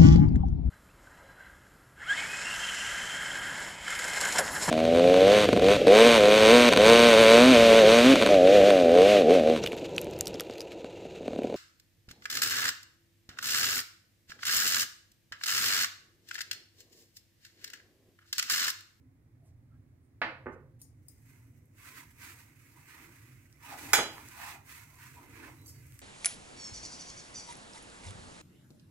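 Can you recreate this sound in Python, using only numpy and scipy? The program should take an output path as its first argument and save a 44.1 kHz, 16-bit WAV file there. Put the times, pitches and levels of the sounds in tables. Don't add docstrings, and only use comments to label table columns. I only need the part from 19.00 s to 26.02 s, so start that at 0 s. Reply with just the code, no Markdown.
import sys
import numpy as np
from scipy import signal
from scipy.fft import rfft, irfft
from scipy.io import wavfile
from scipy.ndimage import uniform_filter1d

SR = 44100
rng = np.random.default_rng(int(sys.argv[2]) if len(sys.argv) > 2 else 0)


def amplitude_ratio(level_db):
    exponent = np.asarray(level_db, float) / 20
    return 10 ** exponent


def to_wav(s):
    ch = np.atleast_2d(s).T
    pcm = np.round(np.clip(ch, -1, 1) * 32767)
    wavfile.write(sys.argv[1], SR, pcm.astype(np.int16))


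N = 309435
LEFT_LATE = 4
FRAME = 1024
HZ = np.fft.rfftfreq(FRAME, 1 / SR)[:, None]

# f/Hz, left-right/dB
BOWL_LEAN = [(300, -1), (700, 3), (1500, -9), (2500, -7), (5000, -1), (12000, -1.5)]


def read(points, hz):
    f, value = np.transpose(points)
    return np.interp(np.log(hz + 1), np.log(f + 1), value)


def evened(x):
    return x / np.sqrt(np.mean(abs(x) ** 2) + 1e-30)


def add(mix, s, sound):
    part = mix[:, round(s * SR):][:, :sound.shape[1]]
    part += sound[:, :part.shape[1]]


def patches(shape, bins, frames):
    z = uniform_filter1d(rng.standard_normal(shape), int(bins), 0)
    return evened(uniform_filter1d(z, int(frames), 1))


def ports(a, b, hz, same, lean):
    likeness = np.clip(read(same, hz), 0, 1)
    late = np.exp(-2j * np.pi * hz * LEFT_LATE / SR)
    side = amplitude_ratio(read(lean, hz) / 2)
    right = likeness * a + np.sqrt(1 - likeness ** 2) * b
    return np.array([a * late * side, right / side])


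def room_tone():
    # f/Hz, level per Hz/dB
    colour = [(25, -25), (50, -12), (80, -1), (119, 5), (150, -6.5), (195, -21), (250, -8), (340, -18),
              (450, -26.5), (850, -34), (1400, -38.5), (2100, -36), (2900, -47.5), (15500, -49.5)]
    # t/s, level/dB
    swell = [(0.0, -67), (0.4, -65), (0.72, -61.5), (1.04, -70.5), (1.55, -62), (2.05, -65), (3.75, -69.5),
             (4.2, -63.5), (4.55, -68), (4.92, -61), (5.2, -63.5), (6.0, -66.5), (6.21, -61.5), (6.76, -60),
             (7.02, -61.5)]
    # f/Hz, left-right likeness/0-1
    same = [(60, 0.94), (130, 0.94), (290, 0.86), (640, 0.1), (1410, 0), (3100, 0.3), (6820, 0.3),
            (15000, 0.08)]
    # f/Hz, left-right/dB
    lean = [(60, -2), (500, -1), (1500, -5.5), (5000, -1.5), (15000, 2.5)]
    hz = np.fft.rfftfreq(2048, 1 / SR)[:, None]
    t = np.arange(N // 512 + 5) * 512 / SR
    shape = (2, len(hz), len(t))
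    a, b = rng.standard_normal(shape) + 1j * rng.standard_normal(shape)
    swell_db = np.interp(t, *np.transpose(swell))
    follow = 1 / (1 + (hz / 220) ** 2)
    level_db = follow * swell_db + (1 - follow) * -62
    level_db = level_db + 2.0 * patches(a.shape, 3, 4.6) * (hz < 900)
    gain = amplitude_ratio(read(colour, hz))
    gain = gain / np.sqrt(np.sum(gain[:10] ** 2))
    z = ports(a, b, hz, same, lean) * gain * amplitude_ratio(level_db)
    return amplitude_ratio(6.5) * signal.istft(z, nperseg=2048, noverlap=1536)[1][:, :N]


def panned(x, pan_db):
    left, right = x * np.ones((2, 1))
    return np.array([np.roll(left, LEFT_LATE) * amplitude_ratio(pan_db / 2), right * amplitude_ratio(-pan_db / 2)])


def brushes():
    # t/s, length/s, start f/Hz, end f/Hz, width/Hz, level/dB
    sweeps = [(0.416, 0.12, 12300, 4980, 3300, -77), (0.38, 0.17, 690, 660, 29, -75.5),
              (0.69, 0.096, 1336, 1320, 90, -77.5), (0.99, 0.12, 9100, 9000, 500, -86),
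              (1.511, 0.05, 6600, 5630, 2100, -74.5), (1.784, 0.051, 9000, 10040, 4600, -67.5),
              (4.596, 0.12, 935, 953, 26, -61), (4.639, 0.14, 1210, 1205, 43, -55.5),
              (6.145, 0.065, 940, 956, 21, -58.5), (6.424, 0.038, 1700, 1646, 250, -51),
              (6.558, 0.13, 4022, 3960, 8, -71), (6.703, .14, 4608, 4608, 8, -75),
              (0.722, 0.089, 1630, 1630, 25, -83)]
    out = np.zeros((2, N))
    for s, length, from_hz, to_hz, width_hz, db in sweeps:
        n = int(length * SR)
        pole = np.exp(-np.pi * width_hz / SR)
        fuzz = signal.lfilter([1], [1, -pole], rng.standard_normal((2, 8000)))[:, :n]
        turn = np.exp(2j * np.pi * np.cumsum(np.geomspace(from_hz, to_hz, n)) / SR)
        band = evened(((fuzz[0] + 1j * fuzz[1]) * turn).real)
        add(out, s, panned(amplitude_ratio(db) * band * np.hanning(n), -6.5))
    return out


def coloured(x, spectrum):
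    gain_db = np.maximum(read(spectrum, abs(np.fft.fftfreq(8192, 1 / SR))), -90)
    log_gain = np.log(amplitude_ratio(gain_db))
    taps = np.fft.ifft(np.exp(np.conj(signal.hilbert(log_gain)))).real[:4096]
    return signal.fftconvolve(x, taps)


def burst(ms, spectrum):
    t_ms = np.arange(3000) / SR * 1000
    z = rfft(rng.choice([-1., 1.], 2000) * np.exp(-t_ms[:2000] / ms), 4096)
    even = irfft(z / abs(z) ** 0.59)[:3000]
    x = coloured(even * np.exp(-0.3 * t_ms / ms), spectrum)
    return x / abs(x).max()


def wave(turns):
    return np.sin((2 * np.pi * turns).astype(np.float32))


def ring(modes, tilt_db, damping, longest):
    hz, db, t60 = np.transpose(modes)[:, :, None]
    t = np.arange(SR * 3 // 10) / SR
    detune, phase, shift, twin_phase, twin_shift = rng.random((len(hz), 5)).T[:, :, None]
    level_db = db + tilt_db * np.log2(hz / 4000)
    decay = amplitude_ratio(level_db - 60 * t * damping / np.clip(t60, .05, longest))
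    decay = decay * (1 - np.exp(-t * hz / 2.85))
    apart = hz / (hz + 900)
    twin_hz = hz * (1 + 0.015 * (detune - .5))
    x = []
    for side in (0, .3):
        main = wave(hz * t + phase + side * apart * shift)
        twin = wave(twin_hz * t + twin_phase + side * apart * twin_shift)
        x.append((decay * (main + 0.13 * twin)).sum(0))
    return x / np.abs(x).max()


def knocks():
    # t/s, peak/dB, left-right/dB, which colour, rattle/ms, thump/dB
    contacts = [
        (1.216, -20, -3.5, 0, 13, -15),
        (1.4590, -34.5, -3, 1, 4, -5.5),
        (1.4653, -29.5, -5, 1, 0.79, -19),
        (1.4676, -29, -6, 1, 1.6, -21),
        (1.4777, -48, 0, 1, 2.9, -19),
    ]
    # f/Hz, level per Hz/dB
    colours = [
        [(120, -21.5), (350, -7.5), (750, -5), (1200, -2), (1750, 3), (2500, -3), (3300, -15), (4600, -17.5),
         (5600, -32), (8600, -47.5), (12000, -58), (15600, -80)],
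        [(120, -13), (330, 6), (560, -2.5), (900, -8.5), (1150, -9), (1400, -7), (2000, -12), (2800, -29),
         (4000, -66), (9000, -68), (12000, -100)],
    ]
    # f/Hz, level/dB, t60/s
    slab = [(220.6, -16, 0.42), (268, -11, 0.27), (332, 0.5, 0.15), (413, -12, 0.16), (526.8, -1.5, 0.29),
            (634, 1, 0.14)]
    out = np.zeros((2, N))
    for s, db, pan, colour, ms, thump_db in contacts:
        add(out, s, panned(amplitude_ratio(db) * burst(ms, colours[round(colour)]), pan))
        add(out, s, panned(amplitude_ratio(db + thump_db) * ring(slab, 0, 1.5, .5), pan / 3))
    return out


def bangles():
    # t/s, peak/dB, left-right/dB, which pair, rattle/dB
    clinks = [
        (1.8157, -43, 5.5, 0, -2),
        (2.0831, -42.5, 6, 1, -5.5),
    ]
    # f/Hz, level/dB, t60/s
    pairs = [
        [(4650, -21, 0.12), (6740, -12, 0.28), (7500, -20, 0.099), (8890, -1, 0.12), (9080, -1, 0.21),
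         (9800, -5, 0.15), (10500, -8, 0.13), (11340, -13, 0.12), (12760, -2, 0.078), (13500, -1, 0.11),
         (14200, -6, 0.12), (15300, -9, 0.13)],
        [(5040, -11, 0.076), (6900, -24, 0.06), (8140, -12, 0.13), (8320, -14, 0.17), (9065, -22, .1),
         (9598, -14, 0.11), (9900, -9, 0.1), (11000, -26, .1), (13280, -4, 0.087), (15540, -7, 0.11)],
    ]
    # t/s, peak/dB, left-right/dB, rattle/dB
    tinkles = [
        (6.6595, -50, -6, -5),
        (6.667, -49, -3, -9),
        (6.678, -46.5, 1, -1),
        (6.691, -46, -1.5, -5),
    ]
    # f/Hz, level/dB, t60/s
    tinkle_rings = [
        [(4608, -4.5, .5), (6230, -3, 0.29), (7628, -8, .4), (12220, -4, .15)],
        [(11200, 1, .15), (12220, -3, .2), (14050, -6.5, .3), (15180, -6, .2)],
        [(5184, -2, .4), (5700, -4, 0.28), (7612, -2, 0.23), (8387, 0, 0.25), (12750, -6, 0.18),
         (14450, -7, .15)],
        [(6729, -8, 0.25), (8800, 0.5, 0.073), (10600, -7, .2), (11780, -2, .2), (13080, -3, .25)],
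    ]
    rattle = [(3500, -12), (5000, 2.5), (9000, 6), (15000, -3.0)]  # f/Hz, level/dB
    touches = [(s, db, pan, rattle_db, pairs[round(pair)]) for s, db, pan, pair, rattle_db in clinks]
    touches += [(*row, modes) for row, modes in zip(tinkles, tinkle_rings)]
    out = np.zeros((2, N))
    for s, db, pan, rattle_db, modes in touches:
        add(out, s, panned(amplitude_ratio(db + 2.5) * ring(modes, 0, 3, 0.4), pan))
        add(out, s, panned(amplitude_ratio(db + rattle_db) * burst(9.1, rattle), pan))
    return out


def resonances(modes):
    return evened(sum(amplitude_ratio(db) / (1 + ((HZ - hz) / width) ** 4) for hz, width, db in modes))


def gestures(t, rows, lift_db):
    s, hold, db, drift_db = np.transpose(rows)[:4, :, None]
    hold = np.maximum(hold, 1 / 500)
    level_db = db + lift_db + drift_db * np.clip((t - s) / hold, 0, 1)
    level_db = level_db - 256.5 * np.maximum(s - t, 0)
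    level_db = level_db - 228 * np.maximum(t - s - hold, 0)
    return 10 * np.log10((amplitude_ratio(level_db) ** 2).sum(0) + 1e-12)


def rubbing():
    # t/s, hold/s, hiss level/dB, drift over the hold/dB, weight on the steel/dB
    strokes = [(1.927, 0.17, -88.5, 12.5, -5), (2.125, 0.19, -75, 5, -4.5), (2.293, 0.21, -66.5, -10, -1),
               (2.56, 0.15, -73.5, -10, -3), (2.791, 0.099, -63, 9.5, 0), (2.959, 0.045, -55.5, 1.5, 1.5),
               (3.075, 0.036, -68.5, 3, -1.5), (3.225, 0.091, -51.5, -3, -1),
               (3.398, 0.052, -56.5, -8, -1.5), (3.474, 0.36, -69.5, 5, 0), (3.891, 0.17, -60.5, -1, 2.5),
               (4.117, 0.44, -62, -11.5, 1), (4.638, 0.098, -58.5, 7.5, 1.5), (4.79, 0.23, -50.5, 0, -2.5),
               (5.03, 0.35, -60, 3, 0), (5.395, 0.12, -53, 3, 2), (5.701, 0.14, -52.5, -6.5, -1.5),
               (5.898, 0.091, -63.5, -2, -3), (6.02, 0.35, -56, -14.5, 1), (6.317, 0.15, -64, 5.5, 5.5),
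               (6.512, 0.1, -64.5, -2.5, -0.5), (6.674, 0.029, -58.5, -1.5, -10.5),
               (6.746, 0.246, -65.5, 1.5, -4)]
    # t/s, hold/s, level/dB, drift/dB
    presses = [(2.312, 0.12, -78, -4), (2.846, 0.039, -74, -5), (2.997, 0.026, -75.5, 11),
               (3.228, 0.29, -65.5, -15), (3.775, .08, -66.5, -12), (3.98, 0.18, -65.5, -10),
               (4.641, 0.098, -67.5, 20), (4.79, 0.21, -63, 11), (5.18, 0.084, -57.5, -13),
               (5.404, 0.17, -52, -8.5), (5.711, 0.25, -70, -7), (5.916, 0.18, -68, -8),
               (6.189, 0.049, -62.5, -1.5), (6.325, 0.18, -68, 5.5), (6.586, 0.25, -75.5, -5.5)]
    # t/s, hold/s, level/dB, drift/dB
    slides = [(2.302, 0.49, -82, 3), (2.895, 0.13, -66, -5), (3.232, 0.59, -69, -12), (3.77, 0.025, -73, 0),
              (3.95, 0.18, -67, 2), (4.202, 0.52, -75, -8), (4.712, 0.18, -56, 2), (5.185, 0.11, -62.5, -3),
              (5.492, 0.054, -65.5, 2.5), (5.696, 0.18, -66, -32), (6.117, 0.37, -67.5, 15.5),
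              (6.59, 0.36, -63.5, -13.5)]
    # f/Hz, level per Hz/dB
    flour = [(3300, -20.5), (5600, -5), (6500, -1.5), (7400, -3.5), (8300, 0.5), (9300, -6), (11000, -2.5),
             (12800, -1.5), (14500, -5)]
    # f/Hz, width/Hz, level/dB
    paste = [(3590, 1660, 2.5), (4920, 800, -15.5), (5300, 4000, -1.5)]
    # f/Hz, width/Hz, level/dB
    wall = [(1186, 260, 0), (1630, 182, 1.5), (1870, 120, -3), (2487, 196, 2.5)]
    # f/Hz, width/Hz, level/dB
    hump = [(2074, 190, -3.5), (2660, 440, -12.5)]
    # f/Hz, width/Hz, level/dB
    bottom = [(963, 55, 6), (1044, 390, 0.5)]
    # f/Hz, width/Hz, level/dB
    dent = [(719, 57, 0), (835, 22, 12.5)]
    # f/Hz, width/Hz, level/dB
    drag = [(258, 16, 0.5), (315, 24.4, 10.5), (386, 240, -3.5)]
    # f/Hz, left-right likeness/0-1
    same = [(60, 0.8), (130, 0.3), (290, 0.86), (640, 0.5), (1410, 0.66), (3100, 0), (6820, 0.07),
            (15000, 0)]
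    slips = (rng.random((2, N)) < 9000 / SR) * rng.standard_normal((2, N))
    slips = evened(slips * amplitude_ratio(2.6 * np.minimum(rng.exponential(1, (2, N)), 5)))
    drive = evened(.6 * slips + .7 * rng.standard_normal((2, N)))
    a, b = signal.stft(drive, nperseg=FRAME, noverlap=FRAME * 3 // 4)[2]
    t = np.arange(a.shape[1]) * FRAME / 4 / SR
    weight_db = np.transpose(strokes)[-1][:, None]
    hiss_db = gestures(t, strokes, 0)
    wall_db = gestures(t, strokes, weight_db)
    press_db = gestures(t, presses, 0)
    paste_db = gestures(t, strokes, -10.5 + 0.78 * weight_db) + 0.37 * (hiss_db + 66.5)
    parts = [(evened(amplitude_ratio(read(flour, HZ))), hiss_db),
             (resonances(paste), paste_db),
             (resonances(wall), wall_db - 3.5 + 0.23 * (wall_db + 55.5)),
             (resonances(hump), wall_db - 5.0 - 0.039 * (wall_db + 66.5)),
             (resonances(bottom), press_db),
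             (resonances(dent), press_db + 0.61 * (press_db + 52.5)),
             (resonances(drag), gestures(t, slides, 0))]
    power = sum((form * amplitude_ratio(db)) ** 2 for form, db in parts)
    lumps_db = 1.3 * patches((1, len(t)), 1, 2.6)
    wander_db = 3.4 * patches(a.shape, 2.6, 9.7) / (1 + HZ / 5000)
    z = ports(a, b, HZ, same, BOWL_LEAN) * np.sqrt(power) * amplitude_ratio(lumps_db + wander_db)
    return signal.istft(z, nperseg=FRAME, noverlap=FRAME * 3 // 4)[1][:, :N]


def ticks():
    # t/s, peak/dB, centre f/Hz, left-right/dB
    specks = [(2.182, -60, 9500, -1), (2.2235, -63, 11000, 1.5), (2.6566, -62, 11300, -8),
              (4.527, -52, 6400, -5), (4.79, -47, 11400, -3), (4.8938, -42, 8200, -1.5),
              (5.2522, -53, 12000, -1.5), (5.2867, -43, 7840, -4), (5.6655, -57.5, 12400, -1.5),
              (5.9554, -51, 8130, 0.5), (6.2976, -54, 8290, -1.5), (6.6168, -54.5, 11200, -1.5),
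              (6.868, -53, 12000, -1.5), (6.9217, -51, 7300, 0), (6.9426, -51, 13500, 0),
              (6.991, -43, 7540, 11), (6.9933, -45, 14500, 0.5), (7.0024, -55, 7000, -8),
              (5.1811, -42.5, 1340, -7), (6.923, -59, 1990, -9), (6.993, -50, 2080, -9)]
    # share of the centre f, level/dB
    tick_colour = [(.33, -30), (.7, -6), (1, 0), (1.5, -8), (4, -40)]
    out = np.zeros((2, N))
    for s, db, hz, pan in specks:
        add(out, s, panned(amplitude_ratio(db + 4) * burst(1.0, np.multiply(tick_colour, [hz, 1])), pan))
    return out


def leaned(x):
    hz = np.fft.rfftfreq(x.shape[-1], 1 / SR)
    lean = amplitude_ratio(read(BOWL_LEAN, hz) * 0.47)
    late = np.exp(-1j * np.pi * hz * LEFT_LATE / SR)
    return irfft(rfft(x) * np.array([lean * late, 1 / lean]), x.shape[-1])


def shell():
    place, size, life = rng.random((56, 3)).T
    hz = 2950 + 12000 * (np.arange(56) + place) / 56
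    t60 = .3 * (0.36 + 1.24 * life) * (4000 / (hz + 1500)) ** 0.52
    x = amplitude_ratio(-17) * ring(np.column_stack([hz, -11.5 * size, t60]), -3.5, 0.89, 1)
    snap = burst(1.6, [(600, -25), (2500, -14), (7000, -1), (11300, 10.0), (15500, -5)])
    add(x, 0, amplitude_ratio(-8) * snap[None])
    return leaned(x)


def rim_blows():
    # t/s, peak/dB, tilt per octave/dB, damping by the hand, crack/dB
    hits = [
        (4.9324, -8, 0.84, 2.62, -0.5),
        (4.986, -28, -4.5, 3.4, 10.5),
    ]
    rim_hz = [324, 802, 854, 1259, 1384, 1421, 1755, 1794, 1910, 2326, 2352, 2878, 3322, 3453, 4022, 4608,
              5155, 5728, 5911, 6234, 6296, 6697, 6762, 7176, 7564, 8030, 11350, 12840, 13950]
    # level/dB, t60/s
    rim_levels = [(-9, 0.73), (3.5, 0.22), (-18, 0.14), (-2, 0.18), (-12.5, 0.11), (1.5, 0.079), (-6, 0.34),
                  (-23.5, 0.4), (-11, 0.1), (-6, 0.4), (3.5, 0.26), (-13.5, 1), (-2, 0.21), (-6, 0.55),
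                  (-3.5, 0.61), (-19, 0.47), (1.5, 0.11), (-11, 0.24), (-15, 0.3), (-4, 0.35), (-21, 0.16),
                  (-19.5, 0.091), (-0.5, 0.3), (-15.5, 0.74), (-13.5, 0.16), (-16.5, 0.52), (4, 0.028),
                  (-7.5, 0.12), (-26, .15)]
    # f/Hz, level per Hz/dB
    crack = [(120, -27.5), (330, -10.5), (600, -9.5), (800, -4), (1050, -7.5), (1400, -3.5), (2340, -3),
             (2900, -21.5), (4400, -24.5), (5200, -15), (7000, -5.5), (9500, -18), (11300, -30),
             (15000, -17.5)]
    # f/Hz, level/dB, t60/s
    striker = [(4657, -1, .14), (5580, -13, .14), (7800, -3, .17), (8390, -18, 0.23), (8500, -10, .25),
               (9800, 1, .15), (10440, -18, .18), (9700, 3, .12), (10700, -10, .12), (10740, -12, .15),
               (12200, -2, .14), (11300, -3, .12), (13100, -17, .14), (14000, -17.5, 0.22),
               (14740, -12.5, .08), (15430, -8, .08)]
    rim_modes = np.column_stack([rim_hz, rim_levels])
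    out = np.zeros((2, N))
    for s, db, tilt_db, damping, crack_db in hits:
        add(out, s, leaned(amplitude_ratio(db) * ring(rim_modes, tilt_db, damping, 0.96)))
        tilted = [(hz, level + tilt_db * np.log2(hz / 8000)) for hz, level in crack]
        add(out, s, leaned(amplitude_ratio(db + crack_db) * burst(13.8, tilted)))
    add(out, hits[0][0], leaned(amplitude_ratio(-15) * ring(striker, 0, 2.2, .5)))
    add(out, hits[0][0], shell())
    return out


def kitchen(stretch):
    # f/Hz, t60/s
    decay = [(200, 0.42), (530, 0.43), (1400, 0.35), (3700, 0.36), (7000, 0.3), (14000, 0.18)]
    taps = np.zeros((2, SR))
    at = np.arange(160, SR - 20, 20) + rng.integers(0, 20, (2, (SR - 161) // 20))
    np.put_along_axis(taps, at, rng.choice([-1., 1.], at.shape), 1)
    hz, t, z = signal.stft(taps, SR, nperseg=256)
    same = 1 / (1 + (hz[:, None] / 900) ** 2) * 1.1 + 0.14
    z[1] = same * z[0] + np.sqrt(1 - np.minimum(same, 1) ** 2) * z[1]
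    t60 = stretch * read(decay, hz)[:, None]
    tail = signal.istft(z * amplitude_ratio(-60 * t / t60), SR, nperseg=256)[1]
    return tail / np.linalg.norm(tail[0])


def scene():
    hum, dish, rub, specks = room_tone(), knocks(), rubbing(), ticks()
    steel = bangles() + rim_blows()
    echo = signal.fftconvolve(amplitude_ratio(-1.4) * dish, kitchen(1.07), axes=1)
    at_bowl = amplitude_ratio(-3.5) * steel + amplitude_ratio(-7) * specks + amplitude_ratio(-11) * rub
    echo = echo + signal.fftconvolve(at_bowl, kitchen(0.97), axes=1)
    return dish + steel + specks + rub + brushes() + echo[:, :N] + hum


def band_limit(x):
    return signal.sosfilt(signal.butter(12, 16800, fs=SR, output="sos"), x)


def record(dry):
    edge = signal.firwin(511, 15900, window=("kaiser", 9), fs=SR)
    mix = signal.oaconvolve(dry, edge[None], "same")
    return band_limit(mix)


dry = scene()
out = record(dry)
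to_wav(out)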